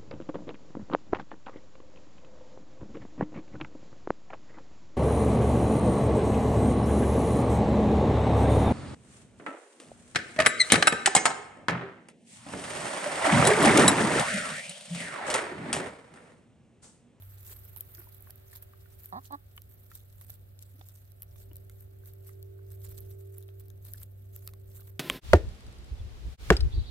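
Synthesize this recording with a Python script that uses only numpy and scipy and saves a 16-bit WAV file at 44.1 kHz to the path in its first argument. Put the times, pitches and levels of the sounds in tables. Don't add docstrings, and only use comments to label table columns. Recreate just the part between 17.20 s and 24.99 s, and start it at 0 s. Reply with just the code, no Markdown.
import sys
import numpy as np
from scipy import signal
from scipy.fft import rfft, irfft, next_fast_len
from scipy.io import wavfile
from scipy.ndimage import uniform_filter1d, map_coordinates

SR = 44100
rng = np.random.default_rng(int(sys.argv[2]) if len(sys.argv) > 2 else 0)


def natural_amplitude(level_db):
    exponent = np.asarray(level_db, float) / 20
    return 10 ** exponent


def master_out(mix):
    frames = np.transpose(np.atleast_2d(mix))
    ceiling = np.clip(frames, -1, 1)
    pcm = np.round(ceiling * 32767).astype(np.int16)
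    wavfile.write(sys.argv[1], SR, pcm)


N = 343715


def unit(x):
    return x / np.sqrt(np.mean(x ** 2) + 1e-20)


def along(points, hz):
    f, v = np.transpose(points)
    return np.interp(np.log(hz + 1), np.log(f + 1), v)


def curves(rows):
    s, *cols = np.transpose(rows)
    return [np.interp(np.arange(N) / SR, s, c) for c in cols]


def wobble(rate):
    points = rng.standard_normal(int(N * rate / SR) + 4)
    return map_coordinates(points, [np.arange(N) * rate / SR])


def filtered(x, response):
    m = next_fast_len(x.shape[-1] + 8192)
    spectrum = rfft(x, m) * response(np.fft.rfftfreq(m, 1 / SR))
    return irfft(spectrum, m)[..., :x.shape[-1]]


def resonances(modes):
    def response(f):
        total = 0
        for k, (centre, width, db) in enumerate(modes):
            damping = 1j * f * width
            total = total + (-1) ** k * natural_amplitude(db) * damping / (centre * centre - f * f + damping)
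        return total
    return response


def sides(pan_db, lead=0):
    left = natural_amplitude(pan_db / 2) * np.exp(-.5j * lead)
    right = natural_amplitude(-pan_db / 2) * np.exp(.5j * lead)
    pair = np.array([left, right])
    return pair / np.abs(pair.mean(0))


def add(out, s, piece):
    i = round(s * SR)
    out[:, i:i + piece.shape[1]] += piece[:, :N - i]


# f/Hz, width/Hz, level/dB
WINDPIPE = [(735, 134, 6), (1120, 160, 2.5), (1770, 190, -10.5), (1940, 210, -25)]
# f/Hz, width/Hz
SIDE_POCKET = (1540, 170)
# f/Hz, width/Hz, level of one pass/dB
OPEN_BEAK = [(3900, 1100, -12)]
# f/Hz, width/Hz, level/dB
AIR_SACS = [(371, 34, -4.5)]


def throat(f):
    low_edge = (1j * f / (420 + 1j * f)) ** 2
    high_edge = 1 / (1 + 1j * f / 1900 - (f / 1900) ** 2) ** 2
    centre, width = SIDE_POCKET
    gap = centre * centre - f * f
    notch = (gap + .15j * f * width) / (gap + 1j * f * width)
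    pipe = resonances(WINDPIPE)(f) * low_edge * high_edge * notch
    return pipe + resonances(OPEN_BEAK)(f) ** 2 + resonances(AIR_SACS)(f)


# t/s, pitch before shaking f/Hz, effort level/dB, roughness 0-1
CLUCK_POINTS = [
    [(1.9255, 198, -21.5, .15), (1.934, 195, -26.5, .25), (1.944, 172, -29.5, .35), (1.956, 200, -27.5, .3),
     (1.972, 240, -27.5, .25), (1.989, 270, -31, .25)],
    [(2.105, 255, -30.5, .45), (2.117, 275, -33, .45), (2.125, 292, -26, .2), (2.136, 283, -23.5, .1),
     (2.147, 281, -27, .15), (2.154, 280, -31, .2)],
]
# f/Hz, lead/radians
HEN_LEAD_CURVE = [(200, 0), (330, .5), (600, 1.5), (850, 1.8), (1250, 2.5), (1750, 3.1)]
CLUCK_ATTACK_S, CLUCK_RELEASE_S = .002, .008
CHEST_DB, CHEST_LAG_S = -22.5, 0.0084


def clucks():
    voice, chest = np.zeros(N), np.zeros(N)
    for rows in CLUCK_POINTS:
        s, *cols = np.transpose(rows)
        t = np.arange(round((s[0] - CLUCK_ATTACK_S) * SR), round((s[-1] + .04) * SR))
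        pitch, db, rough = (np.interp(t / SR, s, c) for c in cols)
        early = np.maximum(s[0] - t / SR, 0) / CLUCK_ATTACK_S
        late = np.maximum(t / SR - s[-1], 0) / CLUCK_RELEASE_S
        effort = natural_amplitude(db - 20 * (early + late))
        cycle = np.cumsum(pitch * (1 + .15 * rough * wobble(200)[t])) / SR + .65
        pulse = np.diff(np.floor(cycle), prepend=0) * natural_amplitude(3.0 * rough * rng.standard_normal(len(t)))
        breath = rng.standard_normal(len(t)) * np.exp(-3.5 * (cycle % 1))
        voice[t] = effort * (np.sqrt(1 - rough ** 2) * unit(pulse) + rough * unit(breath))
        keep = np.exp(-1 / (CHEST_LAG_S * SR))
        lagging = signal.lfilter([1 - keep], [1, -keep], effort)
        chest[t] = natural_amplitude(CHEST_DB) * lagging * np.sqrt(2) * np.sin(2 * np.pi * cycle)
    voice = filtered(voice, throat) - chest
    t = np.arange(SR // 8) / SR
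    yard = rng.standard_normal(len(t)) * natural_amplitude(-60 * t / 0.16) * (t > .006)
    voice = voice + natural_amplitude(-20.0) * signal.fftconvolve(voice, yard / np.linalg.norm(yard))[:N]
    port_gain = natural_amplitude(np.array([[-2.5], [2.5]]))
    return filtered(voice, lambda hz: port_gain * np.exp(.5j * np.outer([-1, 1], along(HEN_LEAD_CURVE, hz))))


# t/s, level/dB, base pitch f/Hz, left-right level/dB, length/s
MURMUR_NOTES = [(0.303, -57.5, 377, -5.5, 0.038), (0.782, -54, 353, -3, 0.041), (3.548, -59, 263, 1, 0.025),
                (3.589, -59.5, 279, -3.5, 0.032), (4.319, -52.5, 333, -4, 0.013)]


def murmurs():
    out = np.zeros((2, N))
    for s, db, hz, pan_db, length in MURMUR_NOTES:
        u = np.linspace(0, 1, round(length * SR))
        shake = np.interp(u * length * 150, np.arange(20), rng.standard_normal(20))
        turns = 2 * np.pi * np.cumsum(hz * (1.06 - 0.056 * u + 0.12 * shake)) / SR
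        hum = np.exp(1j * turns) + 0.18 * np.exp(2j * turns) + 0.092 * np.exp(3j * turns)
        note = np.sin(np.pi * u ** 0.66) * hum
        add(out, s - .005, natural_amplitude(db) * np.imag(sides(pan_db, along(HEN_LEAD_CURVE, hz))[:, None] * note))
    return out


# t/s, level/dB, main ring f/Hz, second ring f/Hz, left-right level of the rings/dB
BEAK_TAPS = [(0.021, -55, 630, 3460, 3), (0.294, -56, 1840, 781, -6), (0.564, -52, 910, 3000, -5),
             (0.605, -53.5, 3180, 641, -8), (0.781, -50.5, 1450, 1860, -11), (0.803, -54, 1440, 1820, -2),
             (0.87, -50.5, 970, 660, 3), (1.071, -51.5, 1110, 1640, 2), (1.095, -53, 650, 1610, 3),
             (1.33, -51, 1840, 1050, 1), (1.534, -51, 1180, 1580, 3), (1.657, -55, 1430, 1860, -9),
             (2.377, -43, 2980, 1150, 6), (2.715, -44.5, 1340, 1900, -1), (3.012, -57, 1120, 2110, 1),
             (3.096, -54.5, 700, 1630, 1), (3.611, -47.5, 766, 3590, -7), (4.023, -56, 1180, 2950, 12),
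             (4.158, -59, 1130, 3530, -10), (4.313, -57.5, 2930, 934, -4), (4.496, -56.5, 2100, 1400, -5),
             (4.835, -59.5, 1540, 1060, -4), (5.091, -53.5, 1260, 2040, -9), (5.105, -70, 1880, 1300, -5),
             (5.39, -60.5, 1470, 1080, 0), (6.287, -55, 660, 3280, 3), (6.502, -63, 1660, 668, 12),
             (6.744, -50.5, 1710, 1570, 8), (7.162, -60, 1300, 1870, 2), (7.274, -48, 1270, 2900, 2),
             (7.288, -55, 1260, 2570, -11), (7.335, -55.5, 1100, 2120, -3), (7.595, -57.5, 1450, 645, -2),
             (7.618, -61, 1170, 3400, -5)]
SECOND_RING_DB = -5.5
CONTACT_S = .0008


def pecks():
    out, t = np.zeros((2, N)), np.arange(SR // 20) / SR
    for s, db, main_hz, second_hz, pan_db in BEAK_TAPS:
        lead = rng.uniform(0.71, 2.2)
        ring = natural_amplitude(-60 * t / 0.026) * np.exp(2j * np.pi * main_hz * t)
        ring = ring + natural_amplitude(SECOND_RING_DB - 60 * t / 0.024) * np.exp(2j * np.pi * second_hz * t)
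        crunch = rng.standard_normal((2, len(t))) * natural_amplitude(-60 * t / 0.021)
        crunch = filtered(crunch, resonances([(main_hz, 900, 11), (second_hz, 1300, SECOND_RING_DB + 16)]))
        tap = np.imag(sides(pan_db, lead)[:, None] * ring) + crunch
        add(out, s, natural_amplitude(db) * tap * (1 - np.exp(-t / CONTACT_S)))
    return out


# t/s, peak level of the bright part/dB, body relative level/dB, left-right level/dB
STALK_SNAPS = [(0.0225, -34.5, -26, -1), (0.265, -46, 3, -4), (0.31, -42, -2, 0), (0.3306, -38, -12, 4),
               (0.562, -28.5, -11, -8), (0.572, -30, -15, -5), (0.5775, -33, -24, -7),
               (0.6075, -20, -18, 5), (0.6105, -33, -11, 9), (0.7494, -42, -2, -18), (0.922, -41, -27, -10),
               (0.9457, -41, -26, -13), (0.9817, -45, -22, -11), (1.007, -40, -24, -8),
               (1.024, -36, -23, -7), (1.1064, -30, -9.5, -7.5), (1.1578, -38.5, -28, -12),
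               (1.331, -45, 0, -4), (1.355, -44, -18, 1), (1.3684, -34, -21, 2), (1.4245, -29, -17, 0),
               (1.8347, -41, -11, 10), (1.858, -27, -20, 1), (2.0446, -41.5, -10, -14), (2.123, -37, -8, 0),
               (2.365, -35, -26, 4), (2.378, -41, 1.5, 4.5), (2.419, -36, -8, -4), (2.7162, -46, -2, -4),
               (2.752, -30, -22, 0), (3.012, -34.5, -5, -3), (3.103, -27.5, -11.5, 2), (3.391, -44, 3, 2),
               (3.425, -32, -6.5, 5), (3.687, -33, -10, 5), (3.919, -39.5, -8.5, -6),
               (4.021, -28, -11.5, 2), (4.031, -31, -13, 2), (4.3323, -39, -11, 2), (4.357, -37, -8, 4),
               (4.367, -31, -12, 2.5), (4.497, -43, 1, -2), (4.6079, -36, -29, 8), (4.8733, -40, -20, 9),
               (4.9356, -40, -12, 2), (5.0715, -37, -26, 9), (5.2275, -34.5, -8.5, 2), (5.504, -45, -2, 1),
               (5.531, -47, -6, -2), (5.6057, -39, -17, 0), (5.805, -33, -29, -4), (5.912, -48, -2, 1),
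               (6.1826, -28, -23, -9), (6.2065, -43, -10, 5), (6.226, -45, 0, 3), (6.281, -42, -4.5, 1),
               (6.398, -45, -4, -4), (6.483, -45, -9, 4), (6.502, -44.5, -1.5, 7), (6.651, -35, -20, 8),
               (6.736, -25.5, -8.5, 4), (6.782, -40.5, -5.5, 3), (6.815, -41, -8, 3), (6.8318, -31, -10, 5),
               (6.915, -45, -20, 1), (7.1627, -31, -9.5, 5), (7.2754, -24.5, -4, -1.5),
               (7.3362, -45.5, 3, -3)]
# f/Hz, width/Hz, level/dB
STRAW_BRIGHT = [(12370, 2110, 5), (13700, 2440, 4.5)]
# f/Hz, width/Hz, level/dB
STRAW_LOWER = [(3700, 1370, -3.5), (8480, 2250, 0.5)]


def snaps():
    out, t = np.zeros((2, N)), np.arange(SR // 150) / SR
    count = len(STALK_SNAPS)
    noise = rng.standard_normal((count, 3, len(t))) * t / .0005 * np.exp(-t / 0.00035)
    flip = np.stack([np.ones(count), rng.choice([-1, 1], count)], axis=1)
    bursts = flip[..., None] * noise[:, :1] + 0.54 * noise[:, 1:]
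    tops = filtered(bursts, resonances(STRAW_BRIGHT))
    bodies = filtered(bursts, resonances(STRAW_LOWER))
    for (s, db, body_db, pan_db), top, body in zip(STALK_SNAPS, tops, bodies):
        gain = natural_amplitude(db + np.array([[pan_db], [-pan_db]]) / 2)
        snap = top / np.abs(top).max() + natural_amplitude(body_db) * body / np.abs(body).max()
        add(out, s, gain * snap)
    return out


def cracks(per_second, spread_db):
    size = natural_amplitude(spread_db * np.minimum(rng.exponential(size=N), 3.2))
    hits = (rng.random(N) < per_second / SR) * size
    bursts = signal.lfilter([1], [1, -.93], hits)
    return (unit(bursts) + 1.1) * rng.standard_normal((2, N))


def stalks(count, mid_hz, cycles):
    when, size, pan, phase = rng.random((count, 4)).T
    hz = np.clip(mid_hz * np.exp(0.454 * rng.standard_normal(count)), 2400, 11000)[:, None]
    t = np.arange(SR // 200) / SR
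    strength = natural_amplitude(-4.5 * np.log(np.maximum(size, .05)))[:, None]
    envelope = strength * t * hz ** 2.1 * np.exp(-t * hz / cycles)
    at = ((when * N).astype(int)[:, None] + np.arange(len(t))).ravel()
    ports = []
    for gain, shift in [(np.sqrt(pan), np.zeros(count)), (np.sqrt(1 - pan), 2 * np.pi * phase)]:
        ring = envelope * np.sin(2 * np.pi * hz * t + shift[:, None]) * gain[:, None]
        ports.append(np.bincount(at, ring.ravel(), minlength=N)[:N])
    return unit(np.array(ports))


def patchy(x, depth_db):
    z = signal.stft(x, nperseg=256)[2]
    field = uniform_filter1d(rng.standard_normal(z.shape[1:]), size=9, axis=0)
    field = uniform_filter1d(field, size=7, axis=1)
    return signal.istft(z * natural_amplitude(depth_db * unit(field)), nperseg=256)[1][:, :N]


# loudest at t/s, crackle level/dB, swell/s, fade/s, body
# relative level/dB
CRACKLE_SWELLS = [(0.0, -58, .1, 0.46, -13), (.32, -44.5, 0.16, 0.068, -7), (.45, -56, 0.51, 0.26, -8.5),
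                  (.6, -52.5, 0.27, 0.083, -13), (.82, -53, 0.5, 0.28, -11), (1.11, -55.5, 0.13, 0.013, -14),
                  (1.36, -49.5, 0.11, 0.045, -7.5), (1.43, -50.5, 0.013, 0.016, -10.5),
                  (1.79, -64, 0.43, 0.14, -6), (1.861, -52.5, 0.12, 0.073, -7), (1.97, -65, .2, .2, -10),
                  (2.06, -55, 0.047, 0.039, -0.5), (2.13, -62, 0.03, 0.11, -3.5),
                  (2.37, -62, 0.075, 0.14, -4.5), (2.51, -62, 0.047, 0.68, -11),
                  (2.75, -55.5, 0.08, 0.11, -2.5), (3.02, -58.5, 0.18, .1, -7),
                  (3.101, -54, 0.071, 0.077, -7.5), (3.43, -53.5, .025, 0.014, -1),
                  (3.71, -60, 0.46, .25, -5.5), (4.039, -48.5, 0.032, 0.013, -16),
                  (4.19, -56.5, 0.12, 0.099, -3.5), (4.36, -61, 0.045, 0.062, -7),
                  (4.6, -60.5, 0.16, 0.068, -8), (4.88, -58.5, .12, 0.13, -7.5), (5.079, -54, 0.079, 0.11, -6),
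                  (5.66, -51, 0.082, .15, -5), (5.81, -55, 0.3, 0.063, -5.5), (5.52, -56.5, 0.039, 0.055, -7),
                  (5.91, -58.5, .08, 0.053, -6.5), (6.0, -62, .1, 0.22, -7), (6.179, -59, 0.081, .12, -6),
                  (6.401, -50.5, 0.014, 0.025, -8), (6.659, -56, 0.028, 0.28, -7),
                  (6.83, -52, 0.19, 0.02, -6.5), (7.16, -55, 0.063, 0.09, -6),
                  (7.27, -57.5, 0.13, 0.092, -9.5), (7.53, -62, 0.12, 0.22, -6.5),
                  (7.61, -56.5, 0.14, 0.086, -6), (7.7, -57.5, 0.12, .04, -10)]
# f/Hz, width/Hz, level/dB
SOIL_SCRAPE = [(780, 1400, -4.5), (1850, 1420, -0.5)]
BED_DB, BED_BODY_DB = -73.5, -4.5
SCRAPE_DB, SCRAPE_FOLLOWS = -76.5, 1


def rustle():
    s, db, swell_s, fade_s, rel_db = (c[:, None] for c in np.transpose(CRACKLE_SWELLS))
    late = np.arange(0, N + 64, 64) / SR - s
    power = natural_amplitude(2 * (db - 20 * np.where(late < 0, -late / swell_s, late / fade_s)))

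    def fine(p):
        return np.sqrt(np.interp(np.arange(N) / 64, np.arange(len(p)), p))

    crackle = fine(power.sum(0) + natural_amplitude(2 * BED_DB))
    broad = fine((power * natural_amplitude(2 * rel_db)).sum(0) + natural_amplitude(2 * (BED_DB + BED_BODY_DB)))
    dull = natural_amplitude(SCRAPE_DB) * (crackle / natural_amplitude(-62)) ** SCRAPE_FOLLOWS
    clumps = natural_amplitude(1.52 * wobble(35) + 3.04 * wobble(120))
    both = cracks(350, 3.1)
    top = filtered(clumps * (both + 0.92 * cracks(820, 2.6)), resonances(STRAW_BRIGHT))
    body = unit(filtered(clumps * both, resonances(STRAW_LOWER)))
    body = body + 0.3 * clumps * stalks(count=7000, mid_hz=6220, cycles=0.89)
    scrape = filtered(clumps * (both + 1.93 * cracks(250, 1.3)), resonances(SOIL_SCRAPE))
    top = natural_amplitude(np.array([[-1.8], [1.8]])) * unit(patchy(top, depth_db=2.5))
    return crackle * top + broad * unit(patchy(body, depth_db=3.0)) + dull * unit(scrape)


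# t/s, firing tone level/dB, middle overtones level/dB, high overtones level/dB
ENGINE_DRONE = [(0.0, -49, -90, -90), (0.26, -52, -76.5, -90), (1.19, -56.5, -73.5, -80),
                (1.9, -54.5, -73, -84.5), (2.26, -56.5, -81.5, -90), (2.65, -56.5, -77, -91),
                (2.9, -54.5, -87, -86), (3.56, -51.5, -84, -90), (3.88, -53.5, -85, -84),
                (4.23, -51.5, -71, -80), (4.7, -49.5, -69.5, -87.5), (4.97, -49.5, -67, -80),
                (5.32, -47, -60, -81), (5.6, -45, -62, -78.5), (6.07, -46, -59.5, -78),
                (6.4, -47.5, -64, -82), (6.75, -47.5, -74, -89), (6.96, -47.5, -76, -93),
                (7.12, -47, -68.5, -79), (7.79, -49.5, -67.5, -88)]
# multiple, level relative to group/dB, left-right level/dB, right leads/radians
SHAFT_OVERTONES = [(6, -21, -13, 1.5), (7, -15, -6, 2.2), (8, 2, -8.5, 1.94), (9, -13, -9, 3.4),
                   (10, -27, -8, 3.9), (12, 0, -7.5, 8.82), (14, -4, -3.5, 2.25)]
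SHAFT_HZ = 48.65


def engine():
    firing_db, middle_db, high_db = curves(ENGINE_DRONE)
    turns = 2 * np.pi * np.cumsum(SHAFT_HZ + 0.033 * wobble(1.78)) / SR
    firing = np.real(sides(-1.1, 0.03)[:, None] * np.exp(2j * turns))
    out = natural_amplitude(firing_db + 0.47 * wobble(9.9)) * firing
    for k, db, pan_db, lead in SHAFT_OVERTONES:
        tone = np.exp(1j * (k * turns + 0.097 * wobble(7.4) + rng.uniform(0, 2 * np.pi)))
        group_db = middle_db if k < 12 else high_db
        out += natural_amplitude(group_db + db + 0.6 * wobble(5.4)) * np.real(sides(pan_db, lead)[:, None] * tone)
    return np.sqrt(2) * out


# f/Hz, likeness
PORT_LIKENESS = [(30, 0.41), (90, 0.77), (150, 1), (220, 0.31), (300, 0.41), (450, -0.19), (1500, -0.29),
                 (3000, -0.42), (8000, -0.26)]


def alike(pair, spectrum):
    def response(hz):
        turn = np.arccos(np.clip(along(PORT_LIKENESS, hz), -1, 1)) / 2
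        return spectrum(hz) * np.array([np.cos(turn), np.sin(turn)])
    mid, side = filtered(pair, response)
    return np.array([mid + side, mid - side])


# f/Hz, level per Hz/dB
RUMBLE_COLOUR = [(12, -51), (20, -19), (43, -7.5), (76, -2), (100, -10), (125, -13), (151, -18.5),
                 (295, -26), (585, -25.5), (900, -43), (1170, -71), (1980, -120)]
# f/Hz, level per Hz/dB
HISS_COLOUR = [(410, -70), (700, -1), (987, -7.5), (1360, -2), (2430, -8.5), (3700, -9.5), (6120, -18.5),
               (10400, -13.5), (13000, -1.5), (15900, -5), (16500, -37)]
# t/s, level/dB
HISS_FADE = [(0.0, -63.5), (1.11, -63.5), (2.41, -68.5), (7.79, -71.5)]
RUMBLE_DB, RUMBLE_FOLLOWS = -57.5, 0.11


def distance():
    rumble = unit(alike(rng.standard_normal((2, N)), lambda hz: natural_amplitude(along(RUMBLE_COLOUR, hz))))
    hiss = unit(alike(rng.standard_normal((2, N)), lambda hz: natural_amplitude(along(HISS_COLOUR, hz))))
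    swell_db = curves(ENGINE_DRONE)[0]
    rumble_db = RUMBLE_DB + RUMBLE_FOLLOWS * (swell_db - swell_db.mean()) + 1.7 * wobble(4.5)
    far = natural_amplitude(rumble_db) * rumble + natural_amplitude(curves(HISS_FADE)[0]) * hiss
    return far * natural_amplitude(np.array([[-.6], [.6]]))


def scene():
    return clucks() + murmurs() + pecks() + snaps() + rustle() + engine() + distance()


def top_cut(x):
    return signal.sosfilt(signal.butter(12, 16820, fs=SR, output="sos"), x)


def record(dry):
    def band_limit(hz):
        return np.clip((16000 - hz) / 250, .03, 1) * (hz < 16800)
    mix = filtered(dry, band_limit)
    return top_cut(mix)


dry = scene()
out = record(dry)
master_out(out)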